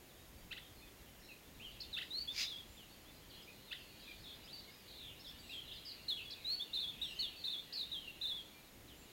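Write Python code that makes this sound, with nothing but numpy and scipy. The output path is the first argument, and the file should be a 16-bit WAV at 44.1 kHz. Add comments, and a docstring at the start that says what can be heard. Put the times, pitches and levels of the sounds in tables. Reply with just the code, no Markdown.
"""A near songbird at dawn on a wooded slope sings two runs of trills, glides, slurs and three-swoop songs:
almost pure tones on moving pitch curves. Another bird's rising chips are harmonics weighted by its throat,
and one harsh rasp is a shaped burst of noise. Farther birds whistle and twitter as short gliding, warbled
tones, smeared by random echoes from the trees, over low outdoor air and a faint hiss of filtered noise."""
import sys
import numpy as np
from scipy import signal
from scipy.fft import rfft, irfft
from scipy.io import wavfile
from scipy.ndimage import uniform_filter1d

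SR = 44100
rng = np.random.default_rng(int(sys.argv[2]) if len(sys.argv) > 2 else 0)


def master_out(mix):
    """Clip the mix to full scale and print it as 16-bit PCM to the path in sys.argv[1]."""
    frames = np.transpose(np.atleast_2d(mix))
    ceiling = np.clip(frames, -1, 1)
    pcm = np.round(ceiling * 32767).astype(np.int16)
    wavfile.write(sys.argv[1], SR, pcm)


N = 402191  # samples

# The near bird's songs: swoop 1 t/s, swoop 2 t/s, swoop 3 t/s, end t/s,
# resting pitch at the start f/Hz, leap f/Hz, level at the start level/dB
SONG_NOTES = [(2.425, 2.485, 2.578, 2.617, 3464, 821, -44), (6.742, 6.8, 6.882, 6.917, 3500, 875, -38),
              (7.45, 7.506, 7.583, 7.607, 3477, 945, -40), (8.223, 8.276, 8.351, 8.411, 3520, 705, -39.5)]
# Height of each of the three swoops: [share of the leap]
SWOOP_HEIGHTS = [.9, 1.1, 0.346]
SONG_LEAD_S = 0.012  # whistle before the first swoop
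SAG_HZ_PER_S, SONG_FADE_DB_PER_S = 1300, 45


def song(first, second, third, end, rest_hz, leap_hz, db, thinning_db=-4):
    """Frequency modulation: three swoops on a sagging, fading whistle, which thins at each crest."""
    t = np.arange(first - SONG_LEAD_S, end, 1 / SR)
    age = t - t[0]
    swoop_times = (first, second, third)
    lift = sum(share * swoop(t - s) for s, share in zip(swoop_times, SWOOP_HEIGHTS))
    hz = rest_hz - SAG_HZ_PER_S * age + leap_hz * lift
    level_db = db - SONG_FADE_DB_PER_S * age + thinning_db * lift ** 4
    return t[0], hz, level_db


def swoop(t, leap_s=0.00553, crest_s=0.013, drop_s=0.01, crest_dip=0.408):
    """Exponential pitch transients: a leap up to t = 0, a dip between two crests, a drop back; 0 to 1."""
    crest = 1 - crest_dip * np.sin(np.pi * np.clip(t / crest_s, 0, 1)) ** 2
    return crest * np.exp(np.minimum(t, 0) / leap_s - np.maximum(t - crest_s, 0) / drop_s)


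# Falling slurs: start t/s, length t/s, top f/Hz, end f/Hz, fall time t/s, level at the start level/dB
SLUR_NOTES = [(1.96, 0.067, 3690, 2840, 0.028, -48.5), (6.08, 0.087, 4275, 3310, 0.017, -37.5),
              (7.012, 0.064, 3880, 2940, 0.035, -39.5), (7.188, 0.1, 4460, 3080, 0.039, -39.5),
              (7.913, 0.1, 3990, 3164, .022, -43)]
SCOOP_S, SCOOP_HZ = 0.013, 640
SLUR_FADE_DB = -13.5  # change of level by the end


def falling_slur(start, length, top_hz, end_hz, fall_s, db, roundness=1.32, hold=1.96):
    """Pitch relaxation: a scoop up to the top, then a stretched-exponential slide down with a fade."""
    t = np.arange(0, length, 1 / SR)
    scoop = np.maximum(1 - t / SCOOP_S, 0) ** 2
    fall = np.exp(-(np.maximum(t - SCOOP_S, 0) / fall_s) ** roundness)
    hz = end_hz + (top_hz - end_hz) * fall - SCOOP_HZ * scoop
    return start, hz, db + SLUR_FADE_DB * (t / length) ** hold


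# Plain glides, mostly upward: start t/s, length t/s, start f/Hz, end f/Hz, level in the middle level/dB
GLIDE_NOTES = [(1.926, 0.035, 4250, 3410, -43), (2.103, 0.13, 3660, 4620, -43),
               (2.273, 0.047, 3300, 3605, -41.5), (6.443, 0.12, 3710, 4493, -39.5),
               (6.593, 0.038, 3190, 3640, -42.5)]
GLIDE_EASE, GLIDE_ENDS_DB = 1.5, -6.5


def gliding_whistle(start, length, start_hz, end_hz, db):
    """Monotonic frequency sweep: one smooth glide, loudest in the middle."""
    hz = glide(length, start_hz, end_hz, GLIDE_EASE)
    return start, hz, db + GLIDE_ENDS_DB * np.linspace(-1, 1, len(hz)) ** 2


# Fast falling trills, the shortest only two flicks long: start t/s, length t/s, start of fall f/Hz,
# end of fall f/Hz, flick before it shrinks f/Hz, mid-trill level between flicks level/dB,
# swell from start to end level/dB
TRILL_NOTES = [(1.801, 0.043, 5010, 3460, 1200, -48, -10), (6.301, .042, 4810, 3380, 1516, -47.5, 5),
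               (7.723, .115, 4710, 3610, 855, -42.5, 4.5)]
FLICKS_PER_S, FIRST_FLICK_S = 56, 0.01145
TRILL_SCOOP_HZ, TRILL_SCOOP_S = 1490, 0.00475


def trill(start, length, start_hz, end_hz, flick_hz, db, swell_db, ease=1.3, thinning_db=-5, shrink=0.394):
    """Periodic frequency modulation: sharp, shrinking flicks at a steady rate on a falling whistle."""
    hz = glide(length, start_hz, end_hz, ease)
    t = np.arange(len(hz)) / SR
    flick = 1 - abs(np.sin(np.pi * FLICKS_PER_S * (t - FIRST_FLICK_S)))
    scoop = TRILL_SCOOP_HZ * np.exp(-t / TRILL_SCOOP_S)
    hz = hz + flick_hz * flick * (1 - shrink * t / length) - scoop
    return start, hz, db + thinning_db * flick + swell_db * (t / length - .5)


def near_whistles(flutter_db=1.0, octave_db=-42, tremor_share=0.007):
    """Nearly sinusoidal phonation: tones with a weak second harmonic, random tremor and level flutter."""
    out, tremor, flutter = np.zeros(N), wander(460), wander(81)
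    repertoire = [(song, SONG_NOTES), (falling_slur, SLUR_NOTES),
                  (gliding_whistle, GLIDE_NOTES), (trill, TRILL_NOTES)]
    for shape, rows in repertoire:
        for row in rows:
            start, hz, db = shape(*row)
            at = round(start * SR) + np.arange(len(hz))
            hz = hz * (1 + tremor_share * tremor[at])
            whistle = tone(hz, edge_s=0.0058) + amp(octave_db) * tone(2 * hz)
            add(out, start, amp(db + flutter_db * flutter[at]) * whistle)
    return out


# Rising chips of the second bird: start t/s, overall level/dB
CHIP_CALLS = [(0.508, -47.5), (0.561, -52.5), (1.966, -43), (2.007, -47), (3.71, -45.5)]
# Course of one chip: t/s from its start, fundamental f/Hz, level/dB added to the overall level
CHIP_COURSE = [(0, 1376, -11), (.008, 1291, -3.5), (.016, 1567, -0.5), (.023, 1950, 7), (.029, 2190, -7.5)]
# Resonance of the chipping bird's throat: f/Hz, gain level/dB
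THROAT_RESPONSE = [(1200, -17), (1600, -10.5), (2000, -9), (2300, 5), (2700, 2.5), (3300, 0.5), (4000, -9),
                   (4700, -10), (6000, -44)]


def chips(jitter=0.015, rough_db=2.0):
    """Source-filter voice: hoarse upward sweeps; the throat favours the second harmonic, then the first."""
    out, tremor, flutter = np.zeros(N), wander(530), wander(450)
    t, hz, db = play(CHIP_COURSE)
    for s, level_db in CHIP_CALLS:
        at = ((s + t) * SR).astype(int)
        chip = 0
        for k in range(1, 4):
            harmonic = k * hz * (1 + jitter * tremor[at])
            throat_db = np.interp(harmonic, *np.transpose(THROAT_RESPONSE))
            chip = chip + amp(throat_db) * tone(harmonic)
        add(out, s, amp(level_db + db + rough_db * flutter[at]) * chip)
    return out


# Spectrum of the rasp before scaling to rms 1: f/Hz, relative level/dB
RASP_SPECTRUM = [(900, -28), (1450, -17), (2400, -2.5), (3200, -6.5), (4200, -4.5), (4900, 2.5), (5600, -7),
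                 (6800, -11), (8200, -25), (15000, -25)]
RASP_START_S, RASP_PEAK_S, RASP_END_S = 2.315, 2.414, 2.495
RASP_PEAK_DB, RASP_SWELL_S, RASP_FADE_S, RASP_ROUNDNESS = -38.5, 0.053, 0.041, 1.7


def rasp(rough_db=1.7):
    """Amplitude-modulated noise: a harsh, fluttering band that swells, peaks and dies away."""
    out = np.zeros(N)
    t = np.arange(RASP_START_S, RASP_END_S, 1 / SR) - RASP_PEAK_S
    swell = np.exp(-np.maximum(-t / RASP_SWELL_S, t / RASP_FADE_S) ** RASP_ROUNDNESS)
    flutter_db = rough_db * wander(220)[:len(t)]
    burst = noise(RASP_SPECTRUM)[:len(t)]
    add(out, RASP_START_S, swell * amp(RASP_PEAK_DB + flutter_db) * burst)
    return out


# Warbled phrases of farther birds: start t/s, length t/s, start f/Hz, end f/Hz, warble either way f/Hz,
# level/dB
WARBLED_PHRASES = [(0.185, 0.044, 3650, 3780, 60, -68.5), (0.598, .08, 3650, 3130, 100, -65.5),
                   (0.761, .05, 4400, 4170, 60, -67), (0.808, .08, 3600, 3490, 80, -68),
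                   (0.984, 0.13, 4190, 2950, 100, -72), (1.225, 0.12, 4120, 4050, 240, -66.5),
                   (1.644, 0.041, 3230, 2880, 60, -50), (3.298, 0.061, 4530, 3950, 250, -61.5),
                   (3.306, .13, 3170, 3100, 336, -61), (3.742, 0.081, 3400, 2880, 300, -58),
                   (3.995, .13, 4570, 3420, 355, -60), (4.237, 0.11, 3740, 3380, 280, -55),
                   (4.557, 0.1, 3810, 4000, 396, -61), (4.877, 0.12, 4235, 3850, 410, -58),
                   (4.983, 0.12, 4020, 3300, 276, -54), (5.244, 0.061, 3830, 3350, 260, -53.5),
                   (5.53, 0.077, 3286, 3210, 151, -49), (5.674, 0.064, 3850, 2830, 260, -55),
                   (5.851, .078, 5360, 4200, 400, -50), (6.172, 0.042, 3200, 2650, 223, -47.5),
                   (7.08, 0.049, 3050, 2770, 100, -50.5), (7.159, 0.14, 3070, 2880, 100, -53),
                   (7.363, 0.18, 4690, 3830, 220, -54.5), (8.018, 0.045, 3080, 2920, 90, -54.5)]
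# Their clear whistles: start t/s, length t/s, start f/Hz, end f/Hz, level/dB
CLEAR_WHISTLES = [(.085, 0.036, 4250, 3400, -68), (0.82, 0.022, 2400, 2550, -62),
                  (1.287, 0.041, 2850, 2490, -57), (1.597, .05, 2350, 3220, -54.5),
                  (2.77, 0.072, 3700, 2810, -59.5), (2.894, 0.054, 4160, 4670, -67),
                  (3.05, .055, 3150, 3570, -66), (3.425, 0.015, 5270, 4900, -61),
                  (3.475, 0.021, 2290, 2540, -55.5), (3.679, 0.054, 3840, 3410, -58.5),
                  (4.077, 0.042, 2460, 2374, -53.5), (4.44, .025, 4500, 5180, -61),
                  (4.473, .054, 2900, 4130, -57), (4.529, 0.032, 4630, 4566, -47),
                  (4.675, 0.032, 2180, 2150, -62), (5.387, 0.027, 4690, 4600, -59),
                  (5.195, .022, 4840, 5450, -57.5), (5.265, 0.03, 4300, 5440, -57.5),
                  (5.492, 0.033, 2450, 2830, -52.5), (5.495, 0.056, 4100, 3500, -53.5),
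                  (5.711, 0.016, 3050, 3850, -48), (5.763, .03, 4450, 3920, -57),
                  (6.251, 0.042, 3450, 3350, -51.5), (8.075, 0.013, 2800, 2760, -45),
                  (8.527, .078, 4370, 4370, -67), (8.54, 0.072, 2380, 2370, -64.5),
                  (8.877, 0.064, 4200, 2880, -62.5)]
# Their thin, very high trills: start t/s, length t/s, central pitch f/Hz, level/dB
HIGH_TRILLS = [(1.201, .066, 5370, -72), (2.67, 0.12, 7200, -73), (5.405, 0.17, 7750, -72),
               (7.015, .12, 8060, -68.5), (7.03, .082, 5560, -67), (7.154, 0.072, 6470, -67),
               (8.964, 0.083, 7300, -71)]
FAR_EASE, THIN_WARBLE_HZ = 1.8, 223


def far_birds():
    """Superposition of sources: warbles, clear whistles and thin trills from the surrounding trees."""
    out = np.zeros(N)
    for s, length, start_hz, end_hz, warble_hz, db in WARBLED_PHRASES:
        course = glide(length, start_hz, end_hz, FAR_EASE)
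        add(out, s, amp(db) * slur(length, course, warble_hz, rng.random(3)))
    for s, length, start_hz, end_hz, db in CLEAR_WHISTLES:
        course = glide(length, start_hz, end_hz, FAR_EASE)
        add(out, s, amp(db) * tone(course, edge_s=0.0022))
    for s, length, hz, db in HIGH_TRILLS:
        add(out, s, amp(db) * slur(length, [hz, hz], THIN_WARBLE_HZ, rng.random(3)))
    return out


def stray_notes(level_db=-75):
    """Sparse random superposition: faint single notes that carry on through the lulls."""
    return amp(level_db) * twitter(count=90, centre_hz=3530, spread=.25, bend=0.086, max_warble_hz=109)


# How busy the distant chorus is: t/s, level/dB of its main voices
CHORUS_COURSE = [(0, -82), (1, -103), (1.7, -62), (2.8, -70.5), (3.4, -66), (4.3, -62), (4.8, -65),
                 (5.6, -58.5), (6.5, -60), (7.5, -59.5), (8.3, -62.5), (8.7, -81), (9.1, -66)]


def chorus(low_db=-13):
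    """Slow amplitude modulation: the distant chorus and its fewer low voices rise and fall in waves."""
    main_voices = twitter(count=640, centre_hz=3410, spread=.29)
    low_voices = twitter(count=200, centre_hz=2022, spread=.2, max_warble_hz=90)
    level_db = np.interp(np.arange(N) / SR, *np.transpose(CHORUS_COURSE))
    return (main_voices + amp(low_db) * low_voices) * amp(level_db)


def twitter(count, centre_hz, spread, bend=.08, max_warble_hz=260):
    """Random superposition: many birds, each note with its own pitch, slope and length; rms 1."""
    out = np.zeros(N)
    draws = zip(rng.random((count, 7)), rng.standard_normal((count, 4)))
    for k, (uniform, normal) in enumerate(draws):
        length, warbling, lateness, distance, *chance = uniform
        pitches = centre_hz * np.exp(spread * np.tanh(normal[0]) + bend * normal[1:])
        note = slur(0.0205 + .06 * length, pitches, max_warble_hz * warbling, chance)
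        start = (k + lateness) / count * N / SR
        add(out, start, amp(-8 * distance) * note)  # up to 8 dB weaker
    return unit(out)


def slur(length, pitches, warble_hz, chance, uneven=0.243, flutter_db=0.5):
    """Sawtooth frequency modulation: a glide whose warble jumps up quickly and slides down, unevenly."""
    t = np.arange(0, max(length, .01), 1 / SR)
    corners = np.interp(t, np.linspace(0, t[-1], len(pitches)), pitches)
    course = uniform_filter1d(corners, size=400)
    speed, phase, drift = chance
    warbles_per_s = 42 * (.7 + 0.593 * speed)
    turns = warbles_per_s * t + phase
    turns = turns + uneven * np.sin(2 * np.pi * (turns / np.e + drift))
    warble = signal.sawtooth(2 * np.pi * turns, .25)  # rises for a quarter of each turn
    return amp(flutter_db * warble) * tone(course + warble_hz * warble, edge_s=0.0029)


def woods(x, t60, delay_s=0.0044, echoes_per_s=5000):
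    """Multiple scattering: trunks and leaves spread a sound into a decaying tail of sparse echoes."""
    t = np.arange(SR) / SR
    echoes = rng.choice([-1., 1.], SR) * (rng.random(SR) < echoes_per_s / SR)
    build_up = 1 - np.exp(-(t / delay_s) ** 2)
    tail = echoes * amp(-60 * t / t60) * build_up
    return signal.fftconvolve(x, tail / np.linalg.norm(tail))[:N]


# Spectrum of the low outdoor air before scaling to rms 1: f/Hz, relative level/dB per Hz
AIR_SPECTRUM = [(12, -26), (20, -4.5), (65, -1.5), (107, -5.5), (315, -7.5), (396, -10), (490, -11.5),
                (1500, -20.5), (1780, -20), (2000, -20.5), (2600, -30), (4400, -120)]
# Spectrum of the hiss before scaling to rms 1: f/Hz, relative level/dB
HISS_SPECTRUM = [(1200, -8.5), (2200, 4.5), (4000, 1.5), (5500, -0.5), (6400, -2), (6800, 3), (7200, -3),
                 (9500, -3.5), (11500, -2), (13000, 1.5), (14500, -4.5), (16000, 0.5)]
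AIR_DB, HISS_DB = -61.5, -62.5  # rms levels; the air's before it stirs


def background(stir_db=3.2):
    """Stationary filtered noise: low outdoor air, whose deepest part stirs a little, under an even hiss."""
    air = noise(AIR_SPECTRUM)
    deep = signal.sosfiltfilt(signal.butter(2, 130, fs=SR, output="sos"), air)
    stirring = deep * (amp(stir_db * wander(3.2)) - 1)
    return amp(AIR_DB) * (air + stirring) + amp(HISS_DB) * noise(HISS_SPECTRUM)


def glide(length, start_hz, end_hz, ease):
    """Power-law frequency sweep: the pitch moves quickly at first and levels off."""
    return end_hz + (start_hz - end_hz) * np.linspace(1, 0, round(length * SR)) ** ease


def tone(hz, edge_s=0.0016):
    """Phase is the integral of frequency: a sine on a pitch curve, rms 1 between its soft ends."""
    fade = signal.windows.tukey(len(hz), min(1, 2 * edge_s * SR / len(hz)))
    return np.sqrt(2) * fade * np.sin(2 * np.pi * np.cumsum(hz) / SR)


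def noise(colour):
    """Spectral shaping: noise of rms 1 with the spectrum (f/Hz, level/dB)."""
    hz, db = np.transpose(colour)
    log_hz = np.log(np.fft.rfftfreq(N, 1 / SR) + 1)  # + 1 avoids log(0)
    gain = amp(np.interp(log_hz, np.log(hz), db))
    return unit(irfft(rfft(rng.standard_normal(N)) * gain, N))


def wander(rate_hz):
    """Gaussian low-pass filtering: smooth chance of rms 1, mostly no faster than rate_hz."""
    low_pass = np.exp(-(np.fft.rfftfreq(N, 1 / SR) / rate_hz) ** 2)
    return unit(irfft(rfft(rng.standard_normal(N)) * low_pass, N))


def play(rows):
    """Linear interpolation: rows (t/s, value, ..) become sample times and one curve a column."""
    s, *columns = np.transpose(sorted(rows))
    t = np.arange(s[0], s[-1], 1 / SR)
    return [t] + [np.interp(t, s, c) for c in columns]


def amp(db):
    """Logarithmic level: decibels to amplitude gain."""
    return 10 ** (np.asarray(db) / 20)


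def unit(x):
    """Root-mean-square normalisation: scales to rms 1."""
    return x / np.sqrt(np.mean(x ** 2) + 1e-20)


def add(mix, s, sound):
    """Linear superposition: mixes a sound in at time s."""
    part = mix[max(round(s * SR), 0):][:len(sound)]
    part += sound[:len(part)]


def scene():
    """Direct-to-reverberant ratio: the farther the bird, the more of it arrives as echo."""
    whistles, calls, harsh = near_whistles(), chips(), rasp()
    far = far_birds() + stray_notes()
    near = whistles + amp(-13) * woods(whistles, t60=0.088)
    near += amp(-8) * woods(whistles, t60=0.17) + amp(-9.5) * woods(whistles, t60=0.49)
    near += calls + amp(-5.5) * woods(calls, t60=0.25)
    near += harsh + amp(-14) * woods(harsh, t60=0.64)
    middle = amp(-2.0) * far + amp(-4.0) * woods(far, t60=0.3)
    distant = amp(-1.5) * woods(chorus(), t60=0.42)
    return (near + middle + distant + background())[None]


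def record(dry, fizz_db=-22, edge_hz=15950):
    """Signal-dependent noise and band limiting: hiss follows the running rms, then the top is cut."""
    loudness = np.sqrt(abs(uniform_filter1d(dry ** 2, size=500, axis=1)))
    sound = dry + amp(fizz_db) * loudness * rng.standard_normal(N)
    low_pass = signal.firwin(601, edge_hz, window=("kaiser", 9), fs=SR)
    return signal.oaconvolve(sound, low_pass[None], "same")


dry = scene()
out = record(dry)
master_out(out)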